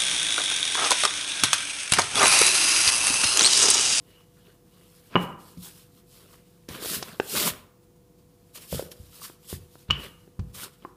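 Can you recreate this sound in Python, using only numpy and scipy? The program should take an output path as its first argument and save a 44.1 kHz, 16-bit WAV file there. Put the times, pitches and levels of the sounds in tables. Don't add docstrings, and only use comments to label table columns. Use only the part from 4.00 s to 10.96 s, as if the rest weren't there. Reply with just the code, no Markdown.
import sys
import numpy as np
from scipy import signal
from scipy.fft import rfft, irfft, next_fast_len
from scipy.io import wavfile
from scipy.ndimage import uniform_filter1d, map_coordinates

SR = 44100
rng = np.random.default_rng(int(sys.argv[2]) if len(sys.argv) > 2 else 0)


def wav_record(signal):
    frames = np.transpose(np.atleast_2d(signal))
    bounded = np.clip(frames, -1, 1)
    quanta = np.round(bounded * 32767).astype(np.int16)
    wavfile.write(sys.argv[1], SR, quanta)


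def ratio_of_db(decibels):
    return 10 ** (np.asarray(decibels, float) / 20)


N = 306936
ENVELOPE_STEP = 32

# start t/s, end t/s, flour hiss level/dB, wood hum level/dB
ROLLS = [
    (-.02, .32, -64, -65),
    (.29, .63, -65, -76),
    (.61, 1.0, -65, -73),
    (2.15, 2.62, -80, -80),
]


def pin():
    # t/s, peak level/dB, bending modes over peak/dB, contact/ms, bending tilt/(dB per octave)
    knocks = [
        (1.1555, -14.5, 15.5, 0.36, -1),
        (1.1603, -18, 21, 0.68, 1),
        (5.9022, -21, 7, .4, 8),
        (5.9078, -9, -5, .3, 6),
        (6.3928, -56, 25.5, 0.5, -2.5),
        (6.8491, -60, 35, 0.6, -2.5),
    ]
    # f/Hz, level/dB, t60/s
    bending = [(365, -2, .022), (520, -2, .018), (660, -5, .016), (800, -1.5, .016), (1000, 0, .018),
               (1160, -1, .018), (1320, -5, .016), (1500, -8, .016), (1680, -12, .016), (1870, -13, .014),
               (2020, -13, .014), (2200, -15, .014)]
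    # f/Hz, level/dB, t60/s
    wall_modes = [(2415, -17, .035), (2650, -12, .03), (2790, -17, .03), (2897, -1, .042), (2947, -1, .042),
                  (3060, -18, .03), (3160, -17, .03), (4200, -19, .008), (5230, -28, .012)]
    out = np.zeros(N)
    for s, db, bend_db, contact_ms, tilt_db in knocks:
        wall_ring = struck(wall_modes, contact_ms, spread_db=1)
        bar_ring = struck(tilted(bending, tilt_db, 1100), contact_ms, spread_db=2)
        add(out, s, ratio_of_db(db - 3) * wall_ring)
        add(out, s, ratio_of_db(db + bend_db - 4) * bar_ring)
    rumbling_wood = struck(wall_modes[3:5], .1, spread_db=0)
    hum = unit(signal.fftconvolve(rng.standard_normal(N), rumbling_wood)[:N])
    hum_level = sum(ratio_of_db(db) * rolling(start, end) ** 1.3 for start, end, _, db in ROLLS)
    return out + hum * fine(hum_level)


def rolling(start, end):
    return np.sin(np.pi * np.clip((clock() - start) / (end - start), 0, 1)) ** 2


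def sweeps():
    # f/Hz, level/dB per Hz
    hiss_colour = [(1500, -23), (2600, -3), (3100, 0), (5200, 1.2), (6000, -2.5), (9000, 1.2), (13500, .7),
                   (15500, -4)]
    scrape_colour = [(600, -16.5), (1000, 1.5), (1500, 1), (2100, -2), (3100, -2.5), (4500, -8),
                     (7000, -25.5)]
    drag_colour = [(60, -42.5), (130, -2), (230, 0), (290, -4.5), (390, 0), (650, -7), (1100, -40)]
    stutter = ratio_of_db(1.3 * wobble(30) + .6 * wobble(90))
    grip = .55
    hiss = motion(1, [-1.5, 0, 0, -30], loss=0) * rush(hiss_colour, patchy_db=1.55, grit_db=1.5)
    scrape = motion(grip, [-3, -10, -8, 3], loss=.2) * rush(scrape_colour, patchy_db=3, grit_db=4.5)
    lurch = ratio_of_db(2.7 * wobble(60))
    drag = motion(grip, [-5, -16, -8, 1.5], loss=.3) * lurch * rush(drag_colour, patchy_db=2.5)
    return stutter * (hiss + scrape + drag)


def motion(grip, gains_db, loss):
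    # peak t/s, level/dB, 20 dB rise/s, 20 dB fall/s
    brushes = [(1.232, -48, .08, .045), (1.29, -62, .05, .1), (1.4, -58, .02, .2), (1.48, -55, .12, .14),
               (1.65, -40.5, .07, .09), (1.8, -55, .25, .13), (1.985, -59, .12, .06), (2.14, -54, .08, .25),
               (2.33, -55, .07, .1), (2.55, -68, .4, .4), (3.84, -69, .04, .03), (3.965, -70, .02, .02),
               (4.19, -69, .02, .06), (4.3, -73, .1, .1), (4.47, -70, .3, .3), (4.555, -42, .02, .08),
               (4.615, -47.5, .02, .1), (4.918, -44, .012, .022), (5.032, -59, .4, .6), (5.15, -54, .1, .2),
               (5.245, -39.5, .07, .085), (5.45, -58, .07, .2), (5.62, -61, .1, .15),
               (5.79, -54.5, .1, .09), (6.035, -49, .11, .11), (6.24, -66, .6, .12), (6.49, -68, .15, .2),
               (6.64, -39.5, .06, .045), (6.74, -64, .05, .2), (6.86, -66, .03, .1)]
    # t/s, hold/s, level/dB, 20 dB rise/s, 20 dB fall/s
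    wipes = [
        (.93, .13, -61.5, .3, .15),
        (5.5, .035, -41, .035, .065),
        (6.548, .085, -43.5, .016, .05),
    ]
    pushes = [
        (2.69, .06, -46.5, .007, .18),
        (2.83, .03, -41.5, .04, .1),
        (2.9, .05, -30, .1, .08),
        (3.049, .004, -49, .05, .22),
        (3.385, .095, -25.5, .13, .045),
        (3.535, .004, -54, .03, .1),
        (4.735, .02, -36.5, .065, .115),
    ]
    sheet_drags = [
        (2.69, .16, -47, .01, .12),
        (3.0, .13, -53, .05, .05),
        (1.13, .02, -52, .04, .02),
        (3.355, .09, -32.5, .035, .095),
        (2.2, .15, -73, .1, .08),
        (4.56, .03, -60, .03, .06),
        (5.89, .012, -56, .02, .02),
        (5.93, .14, -53, .02, .05),
        (6.56, .1, -54, .02, .04),
        (6.83, .015, -66, .04, .02),
    ]

    def held(rows):
        return [stroke(s, hold, db, rise * grip, fall) for s, hold, db, rise, fall in rows]

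    rolls = [ratio_of_db(db) * rolling(start, end) ** (.35 / grip ** 2) for start, end, db, _ in ROLLS]
    brushed = [stroke(s, 0, db, rise * grip, fall) for s, db, rise, fall in brushes]
    kinds = [rolls, brushed + held(wipes), held(pushes), held(sheet_drags)]
    levels = np.array([np.linalg.norm(kind, axis=0) for kind in kinds])
    levels = levels * ((levels + 1e-6) / ratio_of_db(-50)) ** -loss
    return fine(np.linalg.norm(ratio_of_db(np.array(gains_db))[:, None] * levels, axis=0))


def stroke(s, hold, db, rise, fall):
    t = clock() - s
    before = np.maximum(-t / rise, 0)
    after = np.maximum((t - hold) / fall, 0)
    return ratio_of_db(db - 20 * before ** 1.25 - 20 * after ** 1.25)


def pats():
    # t/s, peak level/dB, pitch f/Hz, overtones level/dB
    pat_events = [(1.125, -43, 334, -29), (1.573, -36.5, 272, -35), (2.686, -29, 257, -13.5),
                  (2.709, -36.5, 306, -18), (2.823, -27, 377, -26), (2.857, -27, 365, -7),
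                  (3.0246, -32, 370, .6), (3.142, -52.5, 403, 3), (3.1977, -11, 413, -6.5),
                  (4.554, -52, 1290, -1.5), (4.574, -50, 377, -15), (4.7262, -20.5, 538, -21),
                  (4.744, -27, 435, -14), (4.779, -40, 467, -10), (4.7933, -17.5, 517, -27),
                  (4.823, -24.5, 386, -24), (4.914, -44, 334, -21), (5.196, -47, 467, -7),
                  (5.2163, -37.5, 1155, -24), (5.2973, -39, 350, -9.5), (5.5262, -26, 381, -16.5),
                  (5.7533, -42, 353, -6), (5.905, -19.5, 1213, -7.5), (6.275, -42.5, 378, -18),
                  (6.392, -39, 360, -7), (6.548, -46, 1200, -3), (6.632, -36, 1430, -6),
                  (6.8484, -27, 1056, -38)]
    # t/s, peak level/dB
    snap_events = [(1.574, -48.5), (2.687, -32.5), (2.824, -36), (2.858, -29.5), (3.0258, -22.5),
                   (3.1989, -32), (4.555, -42), (4.575, -39), (4.745, -35.5), (4.78, -44), (4.7945, -45),
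                   (4.824, -43.5), (4.915, -35.5), (5.2175, -47.5), (5.5274, -42), (5.906, -23.5),
                   (6.393, -42), (6.545, -42), (6.633, -44.5)]
    # f/Hz, level/dB per Hz
    snap_colour = [(300, -20.5), (800, -8.5), (2500, 2), (5500, 3), (8000, -6), (15000, -17)]
    pop_t60 = .022
    pops, snaps = np.zeros(N), np.zeros(N)
    t = np.arange(SR // 10) / SR
    for s, db, hz, over_db in pat_events:
        s = s + .0012
        top_db = .6 * (db + 11)
        ratios = [(2.1, 2.5), (2.9, 4), (3.7, 6.5), (6.3, 2.2 + top_db)]
        overtones = [(k * hz, over_db + level, pop_t60 / k ** 0.6) for k, level in ratios]
        add(pops, s, ratio_of_db(db + 2.0) * struck([(hz, 0, pop_t60)], 150 / hz, spread_db=0))
        add(pops, s + 0.26 / hz, ratio_of_db(db - 1.5) * struck(overtones, 0.13, spread_db=3))
    for s, db in snap_events:
        burst = ratio_of_db(db - 60 * t / 0.037) * (1 - np.exp(-t / 0.00073))
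        add(snaps, s, burst * rng.standard_normal(len(t)))
    return pops + filtered(snaps, lambda hz: ratio_of_db(along(snap_colour, hz)))


def counter():
    # t/s, peak level/dB, contact/ms, tilt/(dB per octave)
    thuds = [(1.1517, -20.5, 4.5, 17), (1.571, -36, 2.5, 10), (1.609, -49, 2.9, 4), (2.7, -34, 2, 2),
             (2.856, -42, 1.9, -1), (2.966, -38, 1.6, 6), (3.372, -39, 3.2, -8), (3.511, -39, 1.9, -6),
             (4.724, -21, 2.5, 0.5), (4.74, -27, 2.5, -4), (4.999, -38, 2.1, -10), (5.527, -27, 2.4, -1),
             (5.89, -25, 1.9, -5), (5.904, -21.5, 1.7, -3), (6.3908, -19, 2.2, -7)]
    # f/Hz, level/dB, t60/s
    slab_modes = [(59.5, -2, 0.098), (86.5, 4, 0.13), (140, -2, 0.16), (160.6, -3.5, 0.18),
                  (175.5, -8.5, 0.26), (228, -10, 0.07), (290, -15, 0.049)]
    out = np.zeros(N)
    for s, db, contact_ms, tilt_db in thuds:
        add(out, s, -ratio_of_db(db - 3) * struck(tilted(slab_modes, tilt_db, 110), contact_ms, spread_db=2))
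    return out


def walls(x):
    # f/Hz, t60/s
    decay = [(100, 0.56), (500, 0.61), (1200, 0.68), (3000, 0.43), (8000, 0.35)]
    out = np.zeros(N)
    stretch = 116 * SR // 100
    for start in range(0, N, stretch):
        hz, t, z = signal.stft(rng.standard_normal(SR), SR, nperseg=256)
        fading = ratio_of_db(-60 * t / along(decay, hz)[:, None])
        tail = signal.istft(z * fading, SR, nperseg=256)[1]
        echo = signal.fftconvolve(x[start:start + stretch], tail / np.linalg.norm(tail))
        add(out, start / SR + .006, echo)
    return out


def fridge():
    # f/Hz, level/dB rms
    hum_tones = [(48.4, -69.5), (96.9, -68.5), (172.3, -68), (344.5, -76), (489.9, -66), (543.7, -90),
                 (689.1, -78)]
    # f/Hz, level/dB per Hz
    air_colour = [(15, -39), (25, -15.5), (164, 3), (240, -7), (349, -4.5), (433, -12), (482, -9.5),
                  (700, -30)]
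    fan_colour = [(500, -20), (598, -10), (684, 0.5), (762, -1), (1080, -1.5), (1620, -15), (4000, -18),
                  (15500, -20)]
    t = np.arange(N) / SR
    tones = np.zeros(N)
    for hz, db in hum_tones:
        level = ratio_of_db(db + 2.5 + 0.4 * wobble(6.6))
        tones += level * np.sin(2 * np.pi * hz * t + 0.56 * wobble(8.8))
    air = ratio_of_db(-59.5 + 0.28 * wobble(2.7)) * rush(air_colour, patchy_db=.2)
    fan = ratio_of_db(-73) * rush(fan_colour, patchy_db=.2)
    return tones + air + fan


def struck(modes, contact_ms, spread_db):
    t = np.arange(SR // 3) / SR
    ring = np.zeros(len(t))
    for hz, db, t60 in modes:
        ring += ratio_of_db(db + spread_db * rng.normal() - 60 * t / t60) * np.sin(2 * np.pi * hz * t)
    return ring * (1 - np.exp(-1000 * t / max(contact_ms, .02))) ** 2


def tilted(modes, tilt_db, pivot):
    return [(hz, db + tilt_db * np.log2(hz / pivot), t60) for hz, db, t60 in modes]


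def rush(spectrum, patchy_db, grit_db=0):
    grains = rng.standard_normal(N) * ratio_of_db(grit_db * wobble(900))
    z = signal.stft(grains, nperseg=512)[2]
    patches = uniform_filter1d(rng.standard_normal(z.shape), 6, 0)
    patches = unit(uniform_filter1d(patches, 6, 1))
    x = signal.istft(z * ratio_of_db(patchy_db * patches), nperseg=512)[1][:N]
    return unit(filtered(x, lambda hz: ratio_of_db(along(spectrum, hz))))


def unit(x):
    return x / np.sqrt(np.mean(x ** 2) + 1e-20)


def along(points, hz):
    f, v = np.transpose(points)
    return np.interp(np.log(hz + 1), np.log(f + 1), v)


def wobble(rate):
    knots = rng.standard_normal(int(N * rate / SR) + 4)
    return map_coordinates(knots, [np.arange(N) * rate / SR])


def filtered(x, response):
    m = next_fast_len(N + SR // 2)
    return irfft(rfft(x, m) * response(np.fft.rfftfreq(m, 1 / SR)), m)[:N]


def add(track, s, sound):
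    part = track[round(s * SR):][:len(sound)]
    part += sound[:len(part)]


def clock():
    return np.arange(0, N + ENVELOPE_STEP, ENVELOPE_STEP) / SR


def fine(env):
    return np.interp(np.arange(N) / SR, clock(), env)


def scene():
    wood, dough, slab, hands = pin(), pats(), counter(), sweeps()
    others = ratio_of_db(-15.5) * dough + ratio_of_db(-8.5) * slab + ratio_of_db(-17.5) * hands
    echo = ratio_of_db(-9.5) * walls(wood) + walls(others)
    low_hz = 44.4
    near = filtered(wood + dough + slab + hands + echo, lambda hz: (1j * hz / (low_hz + 1j * hz)) ** 2)
    return (near + fridge())[None]


def roll_off(x):
    return signal.sosfilt(signal.butter(12, 16020, fs=SR, output="sos"), x)


def record(dry):
    mix = filtered(dry[0], lambda hz: hz < 15490)[None]
    return roll_off(mix)


dry = scene()
out = record(dry)
wav_record(out)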